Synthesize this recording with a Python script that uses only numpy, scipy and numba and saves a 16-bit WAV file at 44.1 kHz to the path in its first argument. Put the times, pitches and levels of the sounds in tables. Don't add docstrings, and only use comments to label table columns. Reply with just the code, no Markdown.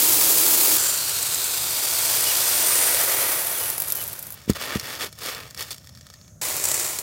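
import sys
import numpy as np
from scipy import signal
from scipy.fft import rfft, irfft
from scipy.io import wavfile
from scipy.ndimage import uniform_filter1d
from numba import njit

SR = 44100
rng = np.random.default_rng(int(sys.argv[2]) if len(sys.argv) > 2 else 0)


def digitize_waveform(pressure):
    field = np.atleast_2d(pressure).T
    bounded = np.clip(field, -1, 1)
    quanta = np.round(bounded * 32767).astype(np.int16)
    wavfile.write(sys.argv[1], SR, quanta)


N = 309582
TIME = np.arange(N) / SR

# f/Hz, gain/dB
AIR_EQ = [(25, -25), (50, -9), (80, 3), (125, 3.5), (200, -6.5), (320, -17.5), (450, -26), (600, -13.5),
          (900, -33), (1400, -25.5), (2600, -44), (7000, -32), (16000, -38)]
SCOOP_EQ = [(130, -49), (220, -21), (380, -7), (580, -6.5), (780, -9.5), (1030, -7), (1530, -13),
            (1930, -9), (3400, -12.5), (4500, -7), (6000, -2.5), (8100, 0), (10600, -1.5), (16000, -4)]
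WEAVE_EQ = [(150, -17), (250, -2.5), (500, 0.5), (900, 0.5), (1900, 0), (3000, 1.5), (5000, 0.5),
            (8000, -2), (12000, -2), (16000, -3)]
TICK_EQ = [(200, -19), (600, -4.5), (2500, -7.5), (5300, -0.5), (8500, -2), (12000, -2.5), (16000, -2.5)]
STRAY_EQ = [(200, -35), (500, -15), (3000, -20.5), (8000, -11.5), (10000, -7.5), (11500, -1.5),
            (13200, -1.5), (14500, -9.5), (16000, -2.5)]
PING_EQ = [(300, -45), (5500, -19), (7000, -5), (7700, 1), (9200, -8), (11000, -12), (16000, -24)]
FAR_EQ = [(120, -39), (200, -22.5), (280, -6.5), (540, -1), (780, -2.5), (1250, -3), (1950, -5.5),
          (3100, -6.5), (4600, -2), (5700, -0.5), (8700, 0), (12000, 1), (15100, 3.5), (16000, -6.5)]
CLOSE_EQ = [(100, -79), (170, -16), (222, -16.5), (318, -3.5), (643, -9.5), (996, -9.5), (1100, -12),
            (1280, -10), (1900, -12.5), (2390, -10), (2730, -10), (4390, -6.5), (12300, 0), (15100, 0.5),
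            (16000, -2.5)]
# peak t/s, rise/s, fall/s, level/dB
INSECT_SWELLS = [(5.05, .9, 0.65, -67), (6.24, .15, .15, -62)]
# t/s, length before the drop/s, level/dB, swoop from above/Hz
WHISTLES = [(2.26, 0.046, -31, 0), (3.535, 0.12, -36.5, 1199.5), (3.905, .113, -41, 1050)]
# peak t/s, rise/s, fall/s, level/dB, body re level/dB
SCOOPS = [(6.45, 0.13, 0.19, -26, -6.5), (6.75, 0.2, 0.26, -24.2, -8)]
# t/s, relative level/dB
SLIPS = [(6.4518, -12), (6.485, -12), (6.5665, -9), (6.640, -7), (6.6539, -6), (6.6868, -11), (6.7156, -8),
         (6.7427, -8), (6.7975, -11), (6.988, -8.5)]
# peak t/s, rise/s, fall/s, level/dB, body re level/dB
RUBS = [(4.35, .02, 0.11, -51, -1.5), (4.497, 0.013, 0.027, -36.5, -1.5), (4.56, 0.0094, .022, -35, 1.5),
        (4.62, 0.029, .085, -32, -0.5), (4.735, 0.052, .03, -35, 4.5), (4.768, 0.026, 0.0081, -31, -1),
        (4.91, 0.12, 0.1, -35, -1.5), (5.024, 0.026, .04, -28.5, -2), (5.275, .06, 0.056, -30.5, -3.5),
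        (5.35, .1, .11, -41.5, 2.5), (5.603, 0.024, 0.038, -32.5, -4.5), (5.66, .04, 0.081, -43.5, -5.5),
        (5.712, .006, .024, -32.5, -13)]
# t/s, relative level/dB
TICKS = [(4.4965, -13.5), (4.501, -13), (4.5337, -25), (4.7973, -14), (5.127, -26.5), (5.188, -24),
         (5.2607, -21), (5.348, -21), (5.5085, -27), (5.547, -24), (5.5755, -24), (5.6081, -16),
         (5.6252, -17), (5.7072, -18.5), (5.7134, -23), (5.7447, -26), (5.7818, -29), (5.8723, -29.5),
         (5.892, -34), (5.9503, -35), (5.974, -32), (6.011, -34), (6.0676, -29.5), (6.1008, -30),
         (6.1386, -31), (6.2794, -38)]
# f/Hz, width/Hz, gain/dB
WEAVE_MODES = [(476, 170, -9.5), (1260, 150, -4), (1820, 150, -0.5), (2270, 65, -3), (3450, 400, -6),
               (4380, 180, -1.5), (4750, 110, -3), (5370, 140, -3), (6540, 340, -10), (7470, 130, -5),
               (8100, 150, -14), (10500, 390, -18)]
# t/s, peak level/dB, contact/s
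THUMPS = [(4.478, -23, 0.0014), (4.497, -5, 0.0017), (4.7565, -13.5, 0.0018)]
# f/Hz, relative level/dB, t60/s
WALL_MODES = [(80, -11, 0.107), (127, -2.5, 0.051), (199, 2.5, 0.053), (236, -6, 0.046), (320, -5.5, 0.056),
              (414, -6.5, 0.058), (970, 5, 0.045), (1330, -15, 0.034), (1750, -10, .032), (2300, -11, .035)]
# t/s, peak level/dB
PINGS = [(.975, -20), (1.095, -21), (1.228, -17), (1.345, -16), (1.443, -16), (1.52, -22), (2.08, -23),
         (2.755, -17), (2.825, -15.5)]
# t/s, relative level/dB
STRAYS = [(3.470, -7), (3.701, -6), (3.7803, -10.5), (3.801, -7), (3.820, -9.5), (3.883, -11), (3.902, -10),
          (3.9222, -5), (3.955, -11.5), (4.020, -16), (4.078, -15), (4.130, -17), (4.1916, -15.5),
          (4.227, -19), (4.2682, -21), (4.3046, -21), (4.323, -20.5), (4.3432, -24)]
# t/s, relative level/dB
FAR_LEVELS = [(.79, -22.5), (.87, -23), (1.02, -27), (1.7, -27.5), (2.1, -24), (2.45, -24), (2.78, -22.5),
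              (3.15, -27.5), (3.3, -28.7), (3.45, -32.7), (3.68, -33), (3.78, -39), (4.03, -40),
              (4.35, -51)]
# peak t/s, rise/s, fall/s, added share
SHINE_FLARES = [(.89, .17, .08, 1.7), (1.33, 0.3, 0.41, .5), (2.75, 0.12, .17, 1.3), (3.9, .45, .6, 0.69)]
# t/s, f/Hz, added share
PLATE_RING = [(.8, 4650, .65), (1.55, 3980, 0.71), (1.9, 4730, .25), (3.1, 5900, 0.16)]
# f/Hz, width/Hz, added share
CAVITY_MODES = [(540, 110, .7), (1260, 120, .4), (2030, 420, 1)]

CLOSE_END_S, POUR_END_S, SETTLED_S, SCOOP_START_S = .775, 4.35, 6.25, 6.414
THINNING_S, DRIBBLING_S = (2.75, 3.3), (3.68, 3.9)


def undb(db):
    return 10 ** (np.asarray(db) / 20)


def curves(rows):
    times, *columns = np.transpose(rows)
    return [np.interp(TIME, times, column) for column in columns]


def during(start, end, fade=.004):
    return np.clip((TIME - start) / fade + .5, 0, 1) * np.clip((end - TIME) / fade + .5, 0, 1)


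def ramp(start, end):
    return np.clip((TIME - start) / (end - start), 0, 1)


def swell(peak_s, rise_s, fall_s):
    t = TIME - peak_s
    return np.exp(-(t / np.where(t < 0, rise_s, fall_s)) ** 2)


def walk(rate):
    return np.interp(TIME * rate, np.arange(4096), rng.standard_normal(4096))


def steady(x, size=3500):
    power = uniform_filter1d(uniform_filter1d(x * x, size), size)
    return x / np.sqrt(np.abs(power) + 1e-18)


def eq(x, points, size=4096):
    hz, db = np.transpose(points)
    grid = np.maximum(np.fft.rfftfreq(size, 1 / SR), 1)
    gain = undb(np.interp(np.log(grid), np.log(hz), db))
    cepstrum = irfft(np.log(gain))
    cepstrum[1:size // 2] *= 2
    cepstrum[size // 2 + 1:] = 0
    return signal.oaconvolve(x, irfft(np.exp(rfft(cepstrum))))[:len(x)]


def split(x, hz):
    return [signal.sosfilt(signal.butter(5, hz, kind, fs=SR, output="sos"), x)
            for kind in ("low", "high")]


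@njit
def bandpass(x, hz, width_hz):
    out, band_state, low_state = np.empty(len(x)), 0., 0.
    for i in range(len(x)):
        g, damping = np.tan(np.pi * hz[i] / SR), width_hz / hz[i]
        band = (band_state + g * (x[i] + 1e-18 - low_state)) / (1 + g * (g + damping))
        band_state = 2 * band - band_state
        low_state += 2 * g * band
        out[i] = damping * band
    return out


def click(crack_s, tail_s, tail_db, size=1400):
    t = TIME[:size]
    crack, patter = rng.standard_normal((2, size))
    patter = patter * (rng.random(size) < 1 / 4) * 2
    burst = crack * np.exp(-t / crack_s) + undb(tail_db) * patter * np.exp(-t / tail_s)
    return burst / np.sqrt(np.sum(burst ** 2))


def grains(per_s, spread_db, crack_s, tail_s, tail_db, shapes=12):
    hits = rng.random(N) < per_s / SR
    strength = hits * undb(spread_db * np.minimum(rng.exponential(size=N), 4.5))
    shape = rng.integers(0, shapes, N)
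    return sum(signal.oaconvolve(strength * (shape == k), click(crack_s, tail_s, tail_db))[:N]
               for k in range(shapes))


def strike(rows, points, crack_s, tail_s, tail_db):
    out = np.zeros(N + SR)
    for s, db in rows:
        burst = eq(click(crack_s, tail_s, tail_db), points)
        peak = np.sqrt(uniform_filter1d(burst ** 2, 44).max())
        start = int(s * SR)
        out[start:start + len(burst)] += undb(db) * burst / peak
    return out[:N]


def strokes(rows, bright, body):
    gains = np.array([undb(db) * swell(s, rise, fall) for s, rise, fall, db, _ in rows])
    body_gains = gains * undb([row[-1] for row in rows])[:, None]
    return bright * np.linalg.norm(gains, axis=0) + body * np.linalg.norm(body_gains, axis=0)


def outdoors():
    air = steady(eq(rng.standard_normal(N), AIR_EQ), size=20000) * undb(-49.5 + 1.6 * walk(7))
    shrill_hz = np.full(N, 6500.)
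    shrill = bandpass(bandpass(rng.standard_normal(N), shrill_hz, 1390.), shrill_hz, 1400.)
    cricket_hz = 5450 * (1 + .0061 * walk(5))
    cricket = bandpass(bandpass(rng.standard_normal(N), cricket_hz, 450.), cricket_hz, 450.)
    chorus = undb(-68) + sum(undb(db) * swell(s, rise, fall) for s, rise, fall, db in INSECT_SWELLS)
    insects = steady(shrill) * chorus * undb(walk(65))
    cricket = steady(cricket) * undb(-62 + 3 * walk(40)) * during(POUR_END_S, SETTLED_S, fade=.087)
    return air + insects + cricket


def bird():
    note_hz, swoop_s, drop_hz_per_s, drop_fade_s = 2945, .025, 31000, .022
    out, longest = 0, max(row[1] for row in WHISTLES)
    for start, length, db, swoop_hz in WHISTLES:
        age = np.maximum(TIME - start, 0)
        dropping = np.maximum(TIME - start - length, 0)
        hz = note_hz + swoop_hz * np.exp(-age / swoop_s) - drop_hz_per_s * dropping
        hz = np.maximum(hz, note_hz / 2) * (1 + .0111 * walk(150))
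        arch = np.sin(np.pi * ramp(start, start + length))
        sag_db = -6.5 * (length / longest * arch) ** 2
        flutter_db = 3 * walk(70)
        envelope = during(start, np.inf, fade=.011) * np.exp(-(dropping / drop_fade_s) ** 2)
        out = out + np.sin(2 * np.pi * np.cumsum(hz) / SR) * undb(db + sag_db + flutter_db) * envelope
    return out


def scoop():
    grinding = eq(grains(3200, spread_db=2.5, crack_s=.00023, tail_s=.0036, tail_db=-11.5), SCOOP_EQ)
    slips = strike(SLIPS, SCOOP_EQ, crack_s=.0012, tail_s=.005, tail_db=-5)
    swish, swish_hz = 1.1 * swell(6.7, .09, .17), np.full(N, 7900.)
    grinding, slips = (x + swish * bandpass(x, swish_hz, 2300.) for x in (grinding, slips))
    body, bright = map(steady, split(grinding, 4400))
    return strokes(SCOOPS, bright, body) * during(SCOOP_START_S, np.inf, fade=.0022) + undb(-7) * slips


def weave(x, direct_db):
    ringing = sum(undb(db) * signal.lfilter(*signal.iirpeak(hz, hz / width, fs=SR), x + 1e-18)
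                  for hz, width, db in WEAVE_MODES)
    return undb(direct_db) * x + ringing


def basket():
    rubbing = eq(grains(2600, spread_db=3.5, crack_s=.00014, tail_s=.0036, tail_db=-13), WEAVE_EQ)
    body, bright = map(steady, split(weave(rubbing, direct_db=-2.5), 3000))
    held_creak = (bright + undb(-3) * body) * undb(-61.5) * during(POUR_END_S, 6.3, fade=.17)
    settling = steady(eq(grains(110, spread_db=4, crack_s=.00014, tail_s=.0027, tail_db=-20), TICK_EQ))
    ticks = strike(TICKS, TICK_EQ, crack_s=.0008, tail_s=.004, tail_db=-8)
    snaps = undb(4.5) * ticks + undb(-46.5) * settling * during(POUR_END_S, SETTLED_S, fade=.11)
    ring, treble = split(weave(snaps, direct_db=-12), 7500)
    treble *= undb(-5 * ramp(5.8, 6))
    return strokes(RUBS, bright, body) + held_creak + ring + treble


def thumps():
    t, out = TIME[:SR // 4], np.zeros(N)
    ring = sum(undb(db - 60 * t / t60) * np.cos(2 * np.pi * hz * t) for hz, db, t60 in WALL_MODES)
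    for s, db, contact_s in THUMPS:
        push = np.sin(np.pi * np.minimum(t / contact_s, 1))
        boom = signal.fftconvolve(ring, push)[:len(t)]
        _, boom = split(boom, 48)
        start = int(s * SR)
        out[start:start + len(t)] += undb(db) * boom / np.abs(boom).max()
    return out


def strays():
    bounces = grains(220, spread_db=2.2, crack_s=.0003, tail_s=.003, tail_db=-16)
    gain = undb(-43) + undb(-28.5) * swell(4.01, .24, .08)
    skitter = steady(eq(bounces, STRAY_EQ)) * gain * during(THINNING_S[1], POUR_END_S)
    hits = strike(STRAYS, STRAY_EQ, crack_s=.0008, tail_s=.005, tail_db=-7)
    pings = strike(PINGS, PING_EQ, crack_s=.002, tail_s=.005, tail_db=-8)
    return skitter + undb(-3) * hits + pings


def plate_reflection(stream, heap):
    echo, _ = split(stream, 9700)
    delay_s = .000597 + .00074 * heap
    bare = 1 - ramp(1.2, 2.4)
    return .22 * bare * np.interp(TIME - delay_s, TIME, echo)


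def shine(stream, heap):
    share = .1 + sum(added * swell(s, rise, fall) for s, rise, fall, added in SHINE_FLARES)
    hz = 7330 + 4900 * heap ** 1.65
    return share * bandpass(stream, hz, 1100.)


def cavity_ring(stream):
    ring = sum(share * bandpass(stream, np.full(N, float(hz)), float(width))
               for hz, width, share in CAVITY_MODES)
    return ring * swell(3.16, .36, .26)


def far_stream():
    heap, thin, dribble = ramp(CLOSE_END_S, POUR_END_S), ramp(*THINNING_S), ramp(*DRIBBLING_S)
    kernels_per_s = np.interp(thin + dribble, [0, 1, 2], [6100, 5200, 2200])
    impacts = grains(kernels_per_s, spread_db=1, crack_s=.00024, tail_s=.0048, tail_db=-12.5)
    clumps = undb(.92 * walk(110))
    stream = eq(impacts * clumps, FAR_EQ)
    stream += plate_reflection(stream, heap)
    stream += shine(stream, heap)
    ring_hz, ring_share = curves(PLATE_RING)
    stream += ring_share * bandpass(stream, ring_hz, 1100.)
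    body, bright = split(stream, 2540)
    rattle, hiss = split(bright, 9160)
    body_db = -11.5 + 4.5 * heap + 4.5 * thin
    hiss_db = -1.5 + 5.5 * heap + 3.5 * thin - 5 * dribble
    mix = steady(rattle) + undb(body_db) * steady(body) + undb(hiss_db) * steady(hiss)
    mix += cavity_ring(mix)
    fader_db, = curves(FAR_LEVELS)
    return mix * undb(fader_db) * during(CLOSE_END_S, POUR_END_S, fade=.015)


def close_stream():
    impacts = grains(7000, spread_db=1.5, crack_s=.0002, tail_s=.0023, tail_db=-14)
    clumps = undb(1.03 * walk(128.8))
    return steady(eq(impacts * clumps, CLOSE_EQ)) * undb(-15.2) * during(-1, CLOSE_END_S, fade=.0098)


def scene():
    mono = close_stream() + far_stream() + strays() + thumps() + basket() + scoop() + bird() + outdoors()
    return np.array([mono, mono])


def record(dry):
    top_hz = 15850
    return signal.sosfilt(signal.ellip(12, .1, 80, top_hz, fs=SR, output="sos"), dry)


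dry = scene()
out = record(dry)
digitize_waveform(out)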